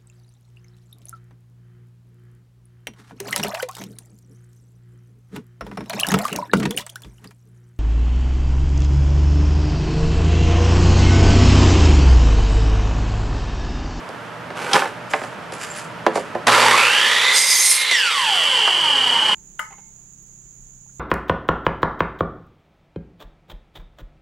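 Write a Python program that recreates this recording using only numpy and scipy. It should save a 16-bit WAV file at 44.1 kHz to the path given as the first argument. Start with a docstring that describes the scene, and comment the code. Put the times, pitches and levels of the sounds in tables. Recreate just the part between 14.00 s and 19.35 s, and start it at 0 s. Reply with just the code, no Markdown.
"""A soft workshop rush, then knocks and scrapes, close to a stereo pair at a bench in an open garage.
A miter saw's table is swung round and a wooden block is slid and knocked into place. The motor starts
with a jolt, gears and fan whine up to speed, and the teeth rasp through the block. Switched off, the saw
coasts down while its steel blade rings on with a slowing flutter. The recorder's gain control pushes
the room down under the saw and lets it back up as the saw slows."""
import sys
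import numpy as np
from scipy import signal
from scipy.fft import rfft, irfft
from scipy.io import wavfile
from scipy.ndimage import uniform_filter1d

SR = 44100
rng = np.random.default_rng(int(sys.argv[2]) if len(sys.argv) > 2 else 0)


def dump(signal):
    """Clip the signal to [-1, 1] and save it as 16-bit WAV at the path in sys.argv[1]."""
    limited = np.clip(np.atleast_2d(signal).T, -1, 1)
    pcm = np.round(limited * 32767).astype(np.int16)
    wavfile.write(sys.argv[1], SR, pcm)


N = 235798
TIME = np.arange(N) / SR
GEAR_TEETH, PINION_TEETH, MAINS_HZ = 29, 8, 60
TOP_SPEED = 73.3  # blade turns per second
CATCH_S, SWITCH_ON_S, SWITCH_OFF_S = 0.7325, 2.468, 3.91
BITE_S, THROUGH_S = 3.41, 3.7  # the wood loads the motor between these times


def amp(db):
    """Decibels to gain."""
    return 10 ** (np.asarray(db) / 20)


def gate(start, end, fade):
    """One between two times, with straight fades outside them (all in s)."""
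    return np.clip(np.minimum(TIME - start, end - TIME) / fade + 1, 0, 1)


def swell(peak_s, rise_db_per_s, fall_db_per_s):
    """Gain that climbs to one at a given time and dies away after it."""
    return amp(np.minimum((TIME - peak_s) * rise_db_per_s, (peak_s - TIME) * fall_db_per_s))


def bump(peak_s, width_s):
    """Bell curve of height one."""
    return np.exp(-((TIME - peak_s) / width_s) ** 2)


def unit(x):
    """Scale to rms 1."""
    return x / np.sqrt(np.mean(x ** 2))


def band(x, lo_hz, hi_hz):
    """Steep band-pass."""
    return signal.sosfilt(signal.butter(4, [lo_hz, hi_hz], "band", fs=SR, output="sos"), x)


def steady(x, lo_hz, hi_hz):
    """Scale so that the given band holds rms 1 from moment to moment."""
    power = uniform_filter1d(band(x, lo_hz, hi_hz) ** 2, size=4000)
    return x / np.sqrt(np.abs(power) + 1e-12)


def colour(x, spectrum, peaks=(), size=4096):
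    """Causal filter from (f/Hz, level/dB) points plus (f/Hz, width/Hz, gain/dB) resonances."""
    f = np.fft.rfftfreq(size, 1 / SR) + 1
    hz, db = np.transpose(spectrum)
    db = np.interp(np.log(f), np.log(hz), db)
    db += sum(gain / (1 + (2 * (f - centre) / width) ** 2) for centre, width, gain in peaks)
    cepstrum = irfft(np.log(amp(db)))[:size // 2]
    cepstrum[1:] *= 2  # minimum phase
    return signal.fftconvolve(x, irfft(np.exp(rfft(cepstrum, size))))[:len(x)]


def walk(rate):
    """Smooth random wander of rms 1, taking `rate` steps a second."""
    hold = int(SR / rate)
    steps = np.repeat(rng.standard_normal(N // hold + 1), hold)
    return unit(uniform_filter1d(uniform_filter1d(steps, hold), hold)[:N])


def impacts(hits, spread_db):
    """An impulse of random size at each marked sample; rms 1 overall."""
    return unit(hits * rng.standard_normal(N) * amp(spread_db * rng.standard_normal(N)))


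def grains(rate, spread_db=1):
    """Tiny impacts at random times, `rate` a second on average."""
    return impacts(rng.random(N) < rate / SR, spread_db)


def strikes(cycles, spread_db):
    """One impact at each whole cycle."""
    return impacts(np.diff(np.floor(cycles), prepend=0), spread_db)


def tones(turns, rough, flutter_hz, orders=((1, 0),)):
    """Overtones (multiple, level/dB) of a rotation; roughness (0-1) smears each into a narrow band."""
    out = 0
    for order, db in orders:
        flutter = (walk(flutter_hz) + 1j * walk(flutter_hz)) / np.sqrt(2)
        carrier = np.exp(2j * np.pi * (order * turns + rng.random()))
        out += amp(db) * np.real((np.sqrt(1 - rough ** 2) + rough * flutter) * carrier)
    return np.sqrt(2) * out


def workshop():
    """Room tone: a soft, steady rush with faint machine tones, nearly the same at both capsules."""
    # spectrum of the rush: f/Hz, level/dB
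    room_spectrum = [(18, -21), (30, -24.5), (159, -4.5), (384, -10.5), (470, -5.5), (520, -10),
                     (620, -4.5), (778, -9), (929, -4), (1080, -8.5), (1320, -6), (2190, -15),
                     (3200, -19.5), (3820, -25.5), (12500, -41.5), (16200, -83), (22000, -120)]
    # machine tones: f/Hz, level/dB
    machines = [(167.3, -48.5), (597, -49), (120, -50.5)]
    mid, side = (unit(colour(rng.standard_normal(N), room_spectrum)) for _ in range(2))
    rush = mid * amp(0.08 * walk(7.1)) + 0.39 * side * np.array([[1], [-1]])
    hum = sum(amp(db) * tones(hz * TIME, rough=0.72, flutter_hz=12) for hz, db in machines)
    return amp(-34.5) * rush + hum


def garage(x, t60=0.32, early_t60=0.08, wet_db=-11, side_db=-15):
    """Bench and walls reflect: a short tail common to both capsules and early echoes that differ."""
    t = TIME[:SR // 2]
    tail, early = (rng.standard_normal(len(t)) * amp(-60 * t / decay) * (t > 0.003)
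                   for decay in (t60, early_t60))
    tail = colour(tail, [(100, -1), (1500, 3.5), (5000, 1), (12000, 4.5)])
    tail /= np.sqrt(SR * t60 / np.log(1e6))  # divide out the decay's energy
    early /= np.linalg.norm(early)
    early = colour(early, [(100, 6), (2500, -10), (5000, 2), (8500, 8), (12000, 3)])
    mid = x + amp(wet_db) * signal.fftconvolve(x, tail)[:N]
    side = amp(side_db) * signal.fftconvolve(x, early)[:N]
    return mid + side * np.array([[1], [-1]])


def table_swing():
    """The gritty saw table sticks and slips as it creeps, runs free past its catch and comes to rest."""
    # spectrum of the scrape: f/Hz, level/dB
    scrape_spectrum = [(88, -44), (150, -11), (292, -11.5), (509, -3.5), (697, -17), (823, -2), (886, -4.5),
                       (1490, -7), (2000, -13.5), (2200, -9.5), (4040, -20), (10400, -28.5), (12500, -37),
                       (16200, -75), (22000, -120)]
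    start_s = 0.577
    creep = amp(-29.5 + 15 * (TIME - start_s)) * gate(start_s, CATCH_S, fade=0.031)
    free_run = amp(-11.5) * swell(0.7577, rise_db_per_s=354, fall_db_per_s=199)
    grit = grains(rate=1800) + 0.5 * rng.standard_normal(N)
    scrape = colour(grit, scrape_spectrum, peaks=[(534, 140, 1.6), (800, 58, 3.3), (1490, 100, 5.7)])
    return unit(scrape) * np.hypot(creep, free_run)


def catch():
    """The table's steel catch snaps over a notch and rings briefly."""
    # modes of the catch: f/Hz, level/dB, t60/s
    modes = [(3220, -7.5, 0.034), (3580, -14, .03), (5020, -11.5, 0.03), (7500, -35, 0.022)]
    t = np.maximum(TIME - CATCH_S, 0)
    return sum(amp(db - 60 * t / t60) * np.sin(2 * np.pi * hz * t) for hz, db, t60 in modes)


def block_slide(release_db_per_s=167):
    """Wood fibres hiss and squeak on the table as the block is slid to the fence."""
    # pushes of the block: t/s, length/s, level/dB
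    pushes = [(1.107, 0.13, -39.5), (1.538, 0.018, -38), (1.604, 0.18, -37), (2.146, 0.016, -35)]
    # spectrum of the sliding wood: f/Hz, level/dB
    hiss_spectrum = [(710, -39), (1200, 1), (2930, -4), (4010, -11.5), (4740, -7), (5430, -10),
                     (7290, -6.5), (9690, -13), (12500, -22), (16200, -57), (22000, -120)]
    # squeaks of the wood: t/s, f/Hz, level/dB
    squeaks = [(1.548, 9950, -46), (1.71, 7340, -35), (1.775, 9700, -38.5)]
    motion = 0
    for s, length, db in pushes:
        release_db = release_db_per_s * np.maximum(TIME - s - length, 0)
        motion += amp(db - release_db) * gate(s, np.inf, fade=0.014)
    fibres = grains(rate=2200, spread_db=2) * amp(3.2 * walk(59.7))
    resonances = [(2060, 180, 3.5), (5040, 250, 4.2), (7370, 400, 3), (9900, 410, 2.8)]
    out = unit(colour(fibres, hiss_spectrum, resonances)) * motion
    for s, hz, db in squeaks:
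        out += amp(db) * bump(s, width_s=0.012) * tones(hz * TIME, rough=0.95, flutter_hz=600)
    return out


def knocks(crack_t60=0.042, tick_t60=0.017, thud_trim_db=3, tick_trim_db=-2):
    """Each blow rings the block's modes, with a short crack and a bright tick at the contact."""
    # blows of wood and saw parts: t/s, thud/dB before trim, crack/dB, tick/dB before trim, pitch factor
    blows = [(0.09, -28, -48, -33.5, 0.78), (.504, -25.5, -26, -46, 0.77), (.664, -22, -26, -44, 1.27),
             (.733, -13, -19, -4.5, 1.4), (.757, -18, -13, -32, 1.2), (0.821, -10, -18, -43, 1.5),
             (.856, -20.5, -19, -47, 0.83), (1.1356, -11, -7.5, -40, 1.08), (1.215, -22, -28, -41, 0.92),
             (1.237, -24, -24.5, -30, 1.05), (1.522, -25.5, -30, -26.5, .8),
             (2.0648, -4.5, -7.5, -25, 0.85), (2.156, -9.5, -18, -22.5, 0.81),
             (2.173, -13.5, -24, -25, 0.99), (2.3502, -11.5, -23, -40, 0.88), (2.471, -11, -23, -10, 1.17),
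             (2.48, -11, -11, -24, 1.01), (3.912, -8, -10, 2.5, 1), (4.676, -3, -7.5, -13, 1.76)]
    # modes of the block on the saw table: f/Hz, level/dB, t60/s
    modes = [(266.6, -9, 0.15), (398.5, -3.5, 0.15), (523, -2, .17), (607, -1.5, 0.18), (704, 4.5, 0.074),
             (838, 1, 0.083), (960, 3.5, 0.066), (1155, -3.5, 0.11), (1385, -6.5, 0.06)]
    # spectra of the contact: f/Hz, level/dB
    crack_spectrum = [(40, -34), (300, -2.5), (900, 6.5), (1900, 3.5), (3200, -8.5), (5000, -20),
                      (8000, -29.5), (12000, -44)]
    tick_spectrum = [(100, -60), (1500, -34), (3400, 1.5), (5000, 5.5), (7500, -7), (10000, -2),
                     (12500, -23)]
    out = np.zeros(N + SR)
    t = TIME[:SR // 3]
    for s, thud_db, crack_db, tick_db, pitch in blows:
        tuning = pitch * (1 + 0.021 * rng.standard_normal(len(modes)))
        thud = sum((-1) ** k * amp(db - 60 * t / t60) * np.sin(2 * np.pi * hz * tuning[k] * t)
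                   for k, (hz, db, t60) in enumerate(modes))
        crack = unit(colour(rng.standard_normal(len(t)), crack_spectrum))
        tick = unit(colour(rng.standard_normal(len(t)), tick_spectrum))
        hit = thud / np.abs(thud).max() * amp(thud_db + thud_trim_db)
        hit += crack * amp(crack_db - 60 * t / crack_t60)
        hit += tick * amp(tick_db + tick_trim_db - 60 * t / tick_t60)
        start = int(s * SR)
        out[start:start + len(t)] += hit
    return band(out[:N], 102, 15000)


def blade_speed(spin_up_goal=81, spin_up_s=0.407, coast_goal=5.9, coast_s=0.358):
    """Turns per second: an exponential run-up, a slight sag in the wood, an exponential run-down."""
    rising = spin_up_goal * (1 - np.exp(-np.maximum(TIME - SWITCH_ON_S, 0) / spin_up_s))
    sag = 2.6 * gate(3.48, 3.58, fade=0.2)
    falling = coast_goal + (TOP_SPEED - coast_goal) * np.exp((SWITCH_OFF_S - TIME) / coast_s)
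    return np.where(TIME < SWITCH_OFF_S, np.minimum(rising, TOP_SPEED) - sag, falling)


def motor_hum(run_up, jolt):
    """The motor hums at twice the mains frequency, loudest as it starts."""
    orders = [(1, -1.5), (2, -1), (3, -6), (4, -2), (5, -9)]
    hum = tones(2 * MAINS_HZ * TIME, rough=0.4, flutter_hz=25, orders=orders)
    return hum * amp(-55 + 13.5 * run_up + 8 * jolt)


def gear_ticking(turns, pace, powered):
    """Unloaded teeth tick evenly; each overtone flares as it slides through a housing resonance."""
    ticks = tones(turns * GEAR_TEETH, rough=0.73, flutter_hz=60, orders=[(k, 0) for k in range(2, 21)])
    spectrum = [(400, -17.5), (800, 1.5), (2400, 8.5), (3800, -9), (8000, -10.5), (12000, -14)]
    ticks = colour(ticks, spectrum, peaks=[(882, 290, 13.7), (4670, 190, 18)])
    coasting = (1 - powered) * (TIME > SWITCH_OFF_S)
    return unit(ticks * coasting) * amp(-12 + 20.5 * pace)


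def gear_clatter(turns, armature, pace, powered, run_up, jolt, load):
    """Gear teeth clash and brushes fizz in the housing: a low growl under a bright rattle."""
    # spectra of the drive, under power and coasting: f/Hz, level/dB
    driven_spectrum = [(88, -50), (150, -41), (234, -17.5), (303, -25), (358, -17), (472, -9.5), (672, -9),
                       (839, -12.5), (991, -6), (1410, -6), (1890, -4.5), (3550, -8.5), (4200, -12.5),
                       (10800, -23), (12500, -29), (16200, -93), (22000, -120)]
    coasting_spectrum = [(88, -53), (150, -39.5), (351, -24), (464, -16.5), (737, -19), (991, -11.5),
                         (1260, -15), (1690, -10), (2690, -13.5), (3010, -10), (3750, -16), (4600, -16.5),
                         (6790, -22.5), (8170, -21), (12500, -35), (16200, -83), (22000, -120)]
    # resonances of the housing: f/Hz, width/Hz, gain/dB
    housing = [(490, 78, 1), (700, 107, -8.5), (835, 51, 10.5), (1020, 100, 2), (4590, 130, 8.5),
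               (7880, 630, 3)]
    brushes = grains(rate=9000) * (1 + 0.11 * np.cos(2 * np.pi * armature))
    clatter = 0.53 * strikes(turns * GEAR_TEETH, spread_db=2) + brushes
    driven = steady(colour(clatter, driven_spectrum, housing), 1590, 2640)
    coasting = steady(colour(clatter, coasting_spectrum, housing), 1590, 2640)
    body = powered * driven + (1 - powered) * coasting
    # the gears hammer under the starting torque, harder as they gather speed
    hammering = jolt * amp(7.5 * (TIME - SWITCH_ON_S))
    growl_gain = np.hypot(amp(-19.5 + 5.5 * pace + 5 * run_up), amp(-15.5) * hammering)
    rattle_gain = np.hypot(amp(-11 + 19 * pace - 6 * load), amp(-21) * hammering)
    growl = steady(band(body, 120, 1350), 300, 1650)
    return growl * growl_gain + band(body, 1684, 12600) * rattle_gain


def whine(armature, pace, powered, jolt, load, brake_end_s=4.33):
    """Gear mesh and fan whine, rougher under power; more overtones sing as the brake loads the teeth."""
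    # overtones of gear mesh, cooling fan and braked teeth: multiple of the armature speed, level/dB
    mesh_orders = [(7, -16), (8, -0.5), (9, -11), (10, -21.5), (16, -12), (23, -16), (24, -17)]
    fan_orders = [(12, -18), (13, -10), (14, -3.5), (15, -4), (16, -9), (28, -15)]
    brake_orders = [(13, -15), (16, -11), (23, -14), (24, -8), (28, -16), (32, -15)]
    braking = (1 - powered) * gate(BITE_S, brake_end_s, fade=0.07)
    rough = 0.95 * powered + 0.36 * (1 - powered)
    mesh = tones(armature, rough, flutter_hz=260, orders=mesh_orders)
    fan = tones(armature, rough, flutter_hz=300, orders=fan_orders)
    mesh += braking * tones(armature, rough=0.62, flutter_hz=70, orders=brake_orders)
    mesh *= amp(-10.5 + 31.5 * pace + 4.5 * jolt + 7 * braking)
    fan *= amp(-9.5 + 36 * pace - 5 * load + 1.5 * braking)
    casing_peaks = [(855, 43, 8.5), (1104, 130, 7.5), (1215, 72, -9),
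                    (1640, 67, 1), (1920, 140, 4), (2780, 790, 8.5)]
    return colour(mesh + fan, [(3900, -1), (5200, -1.5), (9000, 0)], casing_peaks)


def drive(turns, speed, jolt_end_s=2.79, throb_depth=0.15):
    """Motor and gearbox grow louder with speed; under power, clatter and whine throb with the mains."""
    powered = gate(SWITCH_ON_S, SWITCH_OFF_S, fade=0.0061)
    jolt = gate(0, jolt_end_s, fade=0.15)
    run_up = gate(0, BITE_S - 0.07, fade=0.055)
    load = gate(BITE_S, THROUGH_S, fade=0.07)
    pace = np.log10(np.maximum(speed, 1) / TOP_SPEED)  # 0 at top speed, -1 at a tenth of it
    armature = turns * GEAR_TEETH / PINION_TEETH
    running = gear_clatter(turns, armature, pace, powered, run_up, jolt, load)
    running += whine(armature, pace, powered, jolt, load)
    running *= gate(SWITCH_ON_S + 0.002, np.inf, fade=0.003)
    throb = 1 + powered * throb_depth * np.cos(2 * np.pi * MAINS_HZ * TIME)
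    return running * throb + gear_ticking(turns, pace, powered) + powered * motor_hum(run_up, jolt)


def blade_ring(turns):
    """The disc's lobes sweep past, splitting each mode into lines that beat and close up as it slows."""
    # lines of the blade's modes: f/Hz at rest, shift in multiples of the blade speed, level/dB
    lines = [(2930, -10, -2), (2930, -6, -6), (2930, -2, -4), (2930, 2, 0), (2930, 6, 0), (2930, 10, -4),
             (2930, 14, -11), (3150, -12, -12), (3150, -8, -6), (3150, -4, -2), (3150, 4, -2),
             (3150, 8, -9), (3150, 12, -9), (3260, 6, -10)]
    ring = 0
    for hz, lobes, db in lines:
        phase = 2 * np.pi * (hz * TIME + lobes * turns) + 0.021 * lobes ** 2
        ring += amp(db) * np.cos(phase + 0.12 * walk(10))
    # only lines near the disc's main resonance carry well
    ring = colour(ring, [(2000, -30), (2600, -12), (2780, 0), (3450, 0), (3650, -12), (4500, -24)])
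    # the ringing builds while the saw brakes, then dies away
    envelope = swell(4.334, rise_db_per_s=11, fall_db_per_s=6.5) * gate(3.78, np.inf, fade=0.11)
    return amp(-8.5) * steady(ring, 2000, 4500) * envelope


def cut(turns, tooth_count=24, flare_db=9):
    """Teeth tear the fibres and set the high blade modes screaming, each strongest at its own depth."""
    # how hard the blade is pressed into the block: t/s, level/dB
    feed = [(3.33, -11), (3.37, 2), (3.45, -4), (3.51, 1.5), (3.62, 1), (3.72, 3), (3.79, -8.5)]
    # spectrum of the tearing wood: f/Hz, level/dB
    rasp_spectrum = [(1470, -42), (2500, -9), (3150, -6.5), (3580, -3), (3890, -7), (5100, 0), (6390, -2),
                     (7570, -3), (8330, -6), (10600, -2), (12700, -11), (16500, -43), (22000, -120)]
    # screaming blade modes: f/Hz, level/dB, t/s when strongest
    modes = [(4220, -35.5, 3.69), (4630, -40, 3.55), (4860, -33, 3.38), (4860, -33.5, 3.44),
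             (5230, -34, 3.5), (5320, -30, 3.72), (5797, -37, 3.6), (6140, -37, 3.5), (6360, -31.5, 3.58),
             (6550, -34.5, 3.66), (6970, -39, 3.4), (7110, -34, 3.62), (8210, -29, 3.38), (8700, -37, 3.55),
             (8500, -30, 3.69), (9310, -30, 3.72), (9650, -44, 3.5), (10000, -37, 3.73),
             (10300, -31.5, 3.73), (10100, -38, 3.45), (10400, -35.5, 3.6), (11700, -35.5, 3.59)]
    bites = 0.5 * strikes(turns * tooth_count, spread_db=7) + grains(rate=13000)
    bites *= 1 + 0.14 * np.cos(2 * np.pi * turns)
    rasp = steady(colour(bites, rasp_spectrum), 4000, 13000)
    scream = 0
    for hz, db, s in modes:
        gain = amp(db + flare_db * bump(s, width_s=0.075))
        scream += gain * tones(hz * TIME, rough=0.93, flutter_hz=80)
    sawing = amp(-3) * rasp + amp(-1) * steady(scream, 4000, 12000)
    breakout_db = 8.5 * bump(3.75, width_s=0.12)  # the screech flares as the teeth break through
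    tearing = steady(band(sawing, 2330, 7360), 3800, 8000) * amp(-4)
    screech = steady(band(sawing, 8000, 13300), 6900, 13500) * amp(-8.5 + breakout_db)
    feed_db = np.interp(TIME, *np.transpose(feed))
    return (tearing + screech) * amp(feed_db) * gate(3.345, 3.8, fade=0.068)


def gain_control(x, target_db=-16, attack_s=0.14, release_db_per_s=16.5, sense_s=0.02, hop=128):
    """The recorder's gain sinks while the sound is over its set level and creeps back as it falls."""
    step_s = hop / SR
    memory = np.exp(-step_s / sense_s)
    power = uniform_filter1d(np.mean(x ** 2, axis=0), size=hop)[::hop]
    power = signal.lfilter([1 - memory], [1, -memory], power)
    level_db = 10 * np.log10(np.abs(power) + 1e-12)
    cuts_db = [0]
    for over_db in np.maximum(level_db - target_db, 0):
        gap_db = over_db - cuts_db[-1]
        move_db = gap_db * step_s / attack_s if gap_db > 0 else max(gap_db, -release_db_per_s * step_s)
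        cuts_db.append(cuts_db[-1] + move_db)
    return x * amp(-np.interp(TIME, TIME[::hop], cuts_db[1:]))


def scene():
    """Handling at the bench, then the saw, with the garage's reflections and room tone behind."""
    speed = blade_speed()
    turns = np.cumsum(speed) / SR
    handling = knocks() + catch() + table_swing() + block_slide()
    saw = drive(turns, speed) + blade_ring(turns) + cut(turns)
    return garage(handling + saw) + workshop()


def record(dry):
    """The right capsule is a little hotter; the gain rides, peaks clip, rumble and top treble are cut."""
    capsules = [colour(x, [(3000, sign * 1.11), (10000, sign * 1.35)]) for x, sign in zip(dry, (-1, 1))]
    clipped = np.clip(gain_control(np.array(capsules)), -1, 1)
    highpass = signal.butter(2, 70.6, "high", fs=SR, output="sos")
    lowpass = signal.ellip(10, 0.2, 70, 12500, fs=SR, output="sos")
    return signal.sosfilt(lowpass, signal.sosfilt(highpass, clipped))


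dry = scene()
out = record(dry)
dump(out)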